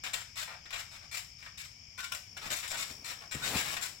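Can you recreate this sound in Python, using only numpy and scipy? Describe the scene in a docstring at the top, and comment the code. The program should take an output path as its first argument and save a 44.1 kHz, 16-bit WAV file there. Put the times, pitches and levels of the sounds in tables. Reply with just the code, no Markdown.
"""A garden trampoline creaks at night as someone shifts about, bounces and flips on it.
Its steel springs stick and slip in their hooks and ring on. Now and then a hook rubs the frame
tube and makes it sing, and the mat thumps and rustles under hands and feet.
Crickets trill all round with their wings, over a low distant rumble."""
import sys
import numpy as np
from scipy import signal
from scipy.fft import rfft, irfft
from scipy.io import wavfile
from scipy.ndimage import uniform_filter1d

SR = 44100
rng = np.random.default_rng(int(sys.argv[2]) if len(sys.argv) > 2 else 0)


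def int16_out(signal):
    """Quantize to a 16-bit WAV file."""
    q = np.round(np.clip(np.atleast_2d(signal).T, -1, 1) * 32767)
    wavfile.write(sys.argv[1], SR, q.astype(np.int16))


N = 176400
TIME = np.arange(N) / SR
TAIL = 24000  # samples allowed for one sound to die away
LOW_PAN_DB = 5  # rumble and mat are louder on the left


def from_db(db):
    """Turns decibels into a gain."""
    return 10 ** (np.asarray(db) / 20)


def rms_one(x):
    """Scales a signal to an average (rms) level of 1."""
    return x / np.sqrt(np.mean(x ** 2) + 1e-20)


def at_hz(points, hz):
    """Reads between a table's rows along a log-frequency axis."""
    point_hz, values = np.transpose(points)
    return np.interp(np.log(hz + 1), np.log(point_hz), values)


def pan(db):
    """Left and right gains; positive db leans left."""
    return from_db(np.array([[.5], [-.5]]) * db)


def add(out, start_s, sound):
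    """Mixes a sound in at a given time."""
    i = max(int(start_s * SR), 0)
    out[..., i:i + sound.shape[-1]] += sound[..., :N - i]


def noise_pair(likeness, size):
    """Left and right white noise: likeness 0 is unrelated, 1 is the same."""
    mid, side = rng.standard_normal((2, size))
    return np.sqrt(1 + likeness) * mid + np.sqrt(1 - likeness) * side * [[1], [-1]]


def noise(colour, likeness):
    """Stereo noise shaped by a table of levels from low to high."""
    gains = from_db(at_hz(colour, np.fft.rfftfreq(N, 1 / SR)))
    return rms_one(irfft(rfft(noise_pair(likeness, N)) * gains, N))


def ringing(modes):
    """Stereo tones that each die away by 60 dB in their fade_s."""
    t = TIME[:TAIL]
    return sum(from_db(db - 60 * t / fade_s) * np.sin(2 * np.pi * (hz * t + rng.random((2, 1))))
               for hz, db, fade_s in modes)


def slips(length_s, swell_db, slips_per_s=1200, spread_db=4.5, breakaway_db=6.5):
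    """Steel sticks and slips: one hard click as it breaks free, then an uneven run of clicks."""
    t = TIME[:TAIL]
    slipping = (rng.random(TAIL) < slips_per_s / SR) & (t < length_s)
    size_db = spread_db * np.clip(rng.standard_normal(TAIL), -2, 2)
    size_db += swell_db * np.minimum(t / length_s, 1)
    return slipping * from_db(size_db) + (t == 0) * from_db(breakaway_db)


def at_level(sound, length_s, db):
    """Sets how loud a sound is while the rubbing lasts."""
    rubbed = sound[:, :int((length_s + .004) * SR)]
    return sound * from_db(db) / np.sqrt(np.mean(rubbed ** 2) + 1e-20)


# The tone of the far crickets: pitch_hz, relative_db
CHORUS_COLOUR = [(1500, -19), (2000, -12), (2300, 1.5), (2700, -11.5), (3100, -6), (4000, -25.5),
                 (4700, -3.5), (5050, 0.5), (5350, 3.5), (5700, -3), (6200, -8), (7300, -14.5),
                 (8700, -32.5), (16000, -32.5)]
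# How one near cricket's trill changes: time_s, level_db, pitch_hz, strokes_per_s
NEAR_TRILL = [(0, -63, 5250, 60), (1.9, -61, 5300, 57), (2.35, -59, 5380, 57), (2.85, -55, 5520, 70),
              (3.02, -56, 5480, 68), (3.2, -57.5, 5400, 56), (3.35, -57, 5400, 56), (4, -62, 5300, 58)]


def crickets(chorus_db=-56.5, flutter_db=0.5, wander_hz=69.8, fall_hz=804, jitter=.07):
    """A far chorus flutters, and a near cricket's every wing stroke falls in pitch."""
    drifts = uniform_filter1d(uniform_filter1d(rng.standard_normal((3, N)), size=400), size=400)
    flutter, wander, hurry = map(rms_one, drifts)
    chorus = from_db(chorus_db + flutter_db * flutter) * noise(CHORUS_COLOUR, likeness=0.12)
    time_s, *columns = np.transpose(NEAR_TRILL)
    db, hz, strokes_per_s = (np.interp(TIME, time_s, column) for column in columns)
    stroke = np.cumsum(strokes_per_s * (1 + jitter * hurry)) / SR % 1  # 0 to 1 in each stroke
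    pitch_hz = hz + wander_hz * wander + fall_hz * (.5 - stroke)
    tone = np.sin(2 * np.pi * np.cumsum(pitch_hz) / SR)
    pulses = np.sin(np.pi * stroke) ** 4
    near = from_db(db + 2 * wander) * rms_one(tone * pulses)
    return (chorus + near) * pan(db=8.5)


# The tone of the rumble: pitch_hz, relative_db
RUMBLE_COLOUR = [(20, -16), (40, -4), (62, 4), (110, 2.5), (170, -4.5), (260, -12.5), (420, -26.5),
                 (700, -20.5), (1200, -28.5), (3000, -40)]


def rumble(level_db=-62):
    """A low, steady noise from far away."""
    return from_db(level_db) * noise(RUMBLE_COLOUR, likeness=0.99) * pan(LOW_PAN_DB)


# Each creak of a spring in its hook: start_s, length_s, relative_db, swell_db, body_db, treble_db
# (swell is how much the clicks grow; body and treble turn the lows and highs up or down)
SPRING_CREAKS = [(.037, 0.027, -32.5, -6, -1.5, -5.5), (.064, 0.019, -37.5, -7, 1.5, -2.5),
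                 (.134, 0.0087, -27.5, -1, -4, -1), (.15, 0.071, -41.5, -4, 0.5, -2.5),
                 (.357, 0.052, -35.5, 7.5, -4.5, 0), (.413, 0.017, -35.5, 6, -2.5, 0.5),
                 (.477, 0.075, -40.5, -8.5, 6.5, -15), (.655, 0.012, -41, -1, 1.5, -16),
                 (.705, 0.004, -37, 8, -4, -6), (.727, 0.042, -32, -1, -2, -8),
                 (.775, 0.034, -38.5, 7, -3.5, -0.5), (.91, 0.058, -46.5, 0.5, 1.5, -2.5),
                 (1.01, 0.046, -52, 1, 8, -8), (1.113, 0.043, -38, 5, -2.5, 2.5),
                 (1.168, 0.011, -36.5, 3, -0.5, 4.5), (1.385, .08, -53, 3, -4, -2),
                 (1.426, 0.0044, -40.5, -2, -2.5, -16), (1.463, 0.0052, -37.5, -11, -3, -17),
                 (1.576, 0.043, -42, -2.5, -11, 3), (1.635, 0.021, -47.5, 0, -6, 1),
                 (1.978, 0.027, -38.5, 1, -5, -1), (2.03, 0.019, -38.5, 6, -7, 1.5),
                 (2.118, .005, -35, 16, 4, 5.5), (2.148, 0.0074, -38.5, -16, 4, 4),
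                 (2.368, 0.0095, -36.5, 4, 3.5, -5), (2.415, 0.061, -38, 0.5, 5, -4),
                 (2.503, 0.037, -32, 5, 2.5, 3.5), (2.56, 0.046, -42.5, -5, 3, 10.5),
                 (2.628, 0.044, -36.5, -8, -1.5, -3.5), (2.677, .004, -42.5, 2, 3, 12),
                 (2.703, 0.015, -37.5, 1, 8, 5), (2.728, 0.028, -34.5, 1.5, 2, -4),
                 (2.772, 0.059, -34, -2.5, -4, 1.5), (2.86, 0.055, -47.5, 5, 2, 5),
                 (3.044, 0.058, -40, 3, -2, 3), (3.105, .016, -38, -4, 5, -0.5),
                 (3.21, 0.05, -48, -16, 9, -5), (3.312, 0.04, -35.5, 0, 0, 0),
                 (3.36, 0.057, -43.5, -1, -2, -3), (3.423, 0.049, -32, 5.5, -5, 0),
                 (3.472, 0.052, -35, -7, -9, 3.5), (3.535, 0.021, -31.5, 7, 0, -3),
                 (3.565, 0.049, -29, -1, 0, 1.5), (3.645, 0.098, -35.5, 0.5, 3.5, 2.5),
                 (3.767, 0.0076, -29.5, -12, 1.5, -6.5), (3.812, 0.052, -36.5, -3.5, -1.5, 6)]
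# The tone all creaks share: pitch_hz, relative_db
SPRING_COLOUR = [(150, -17), (400, -18.5), (650, -4.5), (900, -5.5), (1200, 0), (1700, 1.5), (2600, 1),
                 (3100, -1), (3700, 0.5), (4300, -4.5), (5500, -3.5), (6400, -9), (7500, -1), (8800, -13.5),
                 (12000, -13.5), (16000, -15.5)]
# The clear notes of a coil: pitch_hz, relative_db
SPRING_NOTES = [(670, -11.5), (1140, -12), (1675, -1), (1845, 9), (2110, 7), (2290, 11), (2790, -10),
                (3775, -12), (4830, -23), (7165, -6), (7510, 5)]
# How far left each pitch is heard: pitch_hz, left_minus_right_db
SPRING_BALANCE = [(400, 4.5), (1200, 3), (2400, 6.5), (4400, 9.5), (8000, 11), (15000, 5)]


def springs(snap_fade_s=0.042, ring_fade_s=0.34, note_fade_s=0.18, ring_db=-4.5, notes_db=-24.5):
    """Each slip strikes a coil, giving a dry snap, a dense metal ring and a few clear notes."""
    t, out = TIME[:TAIL], np.zeros((2, N))
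    hz = np.fft.rfftfreq(2 * TAIL, 1 / SR)
    colour = from_db(at_hz(SPRING_COLOUR, hz))
    body = at_hz([(705, 1), (1870, 0)], hz)
    treble = at_hz([(1750, 0), (8600, 1)], hz)
    place = pan(at_hz(SPRING_BALANCE, hz))
    decay = from_db(-60 * t / snap_fade_s) + from_db(ring_db - 60 * t / ring_fade_s)
    tunings = rng.normal(1, 0.0123, size=7)  # springs differ slightly in pitch
    coil_notes = [ringing([(pitch_hz * tuning, db, note_fade_s) for pitch_hz, db in SPRING_NOTES])
                  for tuning in tunings]
    coils = [rfft(noise_pair(likeness=0.089, size=TAIL) * decay + from_db(notes_db) * notes, 2 * TAIL)
             for notes in coil_notes]
    for k, (start_s, length_s, db, swell_db, body_db, treble_db) in enumerate(SPRING_CREAKS):
        clicks = rfft(slips(length_s, swell_db), 2 * TAIL)
        creak = irfft(clicks * coils[k % len(coils)] * colour)  # every click rings the coil
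        creak = at_level(creak, length_s, db - 4)
        tone = from_db(body_db * body + treble_db * treble)
        add(out, start_s, irfft(rfft(creak) * tone * place)[:, :TAIL])
    return out


# Each rub of a hook on the frame: start_s, length_s, level_db
TUBE_RUBS = [(1.982, .02, -44), (2.032, .022, -43), (2.119, .004, -41), (3.417, .025, -40.5)]
# The notes of the frame tube: pitch_hz, relative_db, fade_s
TUBE_NOTES = [(1026, -5.5, 0.2), (1120, -8, 0.17), (1404, 2, 0.13), (1507, -3, 0.31), (1760, -11.5, 0.11),
              (3760, -9, 0.34), (3850, -10, 0.29), (8100, -8, .06)]


def frame():
    """A hook rubs on the steel tube and sets it ringing."""
    out, tube = np.zeros((2, N)), ringing(TUBE_NOTES)
    for start_s, length_s, db in TUBE_RUBS:
        rub = signal.fftconvolve(slips(length_s, swell_db=0)[None], tube)
        add(out, start_s, at_level(rub, length_s, db))
    return out * pan(db=4)


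# Hands and feet land on the mat: start_s, relative_db
MAT_LANDINGS = [(2.459, -48), (2.906, -44), (3.019, -52.5), (3.348, -34), (3.362, -40), (3.536, -41),
                (3.551, -28)]
# The low notes in a thump: pitch_hz, relative_db, fade_s
THUMP_NOTES = [(71.6, -8, .14), (133, -5, 0.097), (165, -4.5, .06), (238, -3, 0.055), (316, -6, 0.054),
               (470, -12, 0.055)]
# How loudly the stretching mat rustles: time_s, relative_db
RUSTLE_LEVELS = [(2.3, -71.5), (2.532, -46.5), (2.612, -84), (2.786, -50.5), (2.872, -63), (2.91, -51.5),
                 (2.952, -59), (3.318, -65), (3.354, -51), (3.392, -50.5), (3.564, -34.5), (3.582, -44),
                 (3.928, -60.5), (4.0, -68)]
# The tone of the rustle: pitch_hz, relative_db
RUSTLE_COLOUR = [(50, -13), (130, 3), (230, -3.5), (400, -5.5), (700, -4), (1200, -8), (3000, -20)]


def mat(spread_db=1.7, rustle_gain_db=-2.5):
    """Landings thump the tight cloth like a drum, and it rustles as it stretches."""
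    t, thumps = TIME[:TAIL], np.zeros(N)
    for start_s, db in MAT_LANDINGS:
        for k, (hz, note_db, fade_s) in enumerate(THUMP_NOTES):
            fade = from_db(db + note_db + rng.normal(0, spread_db) - 60 * t / fade_s)
            add(thumps, start_s, fade * (-1) ** k * np.sin(2 * np.pi * hz * t))
    stretch_db = np.interp(TIME, *np.transpose(RUSTLE_LEVELS), left=-100)
    rustle = from_db(stretch_db + rustle_gain_db) * noise(RUSTLE_COLOUR, likeness=0.97)
    return (thumps + rustle) * pan(LOW_PAN_DB)


def scene():
    """The trampoline and the night around it."""
    return rumble() + springs() + frame() + mat() + crickets()


def record(dry, cutoff_hz=16000):
    """Cuts off the very highest treble steeply."""
    return signal.sosfilt(signal.ellip(12, .2, 80, cutoff_hz, fs=SR, output="sos"), dry)


dry = scene()
out = record(dry)
int16_out(out)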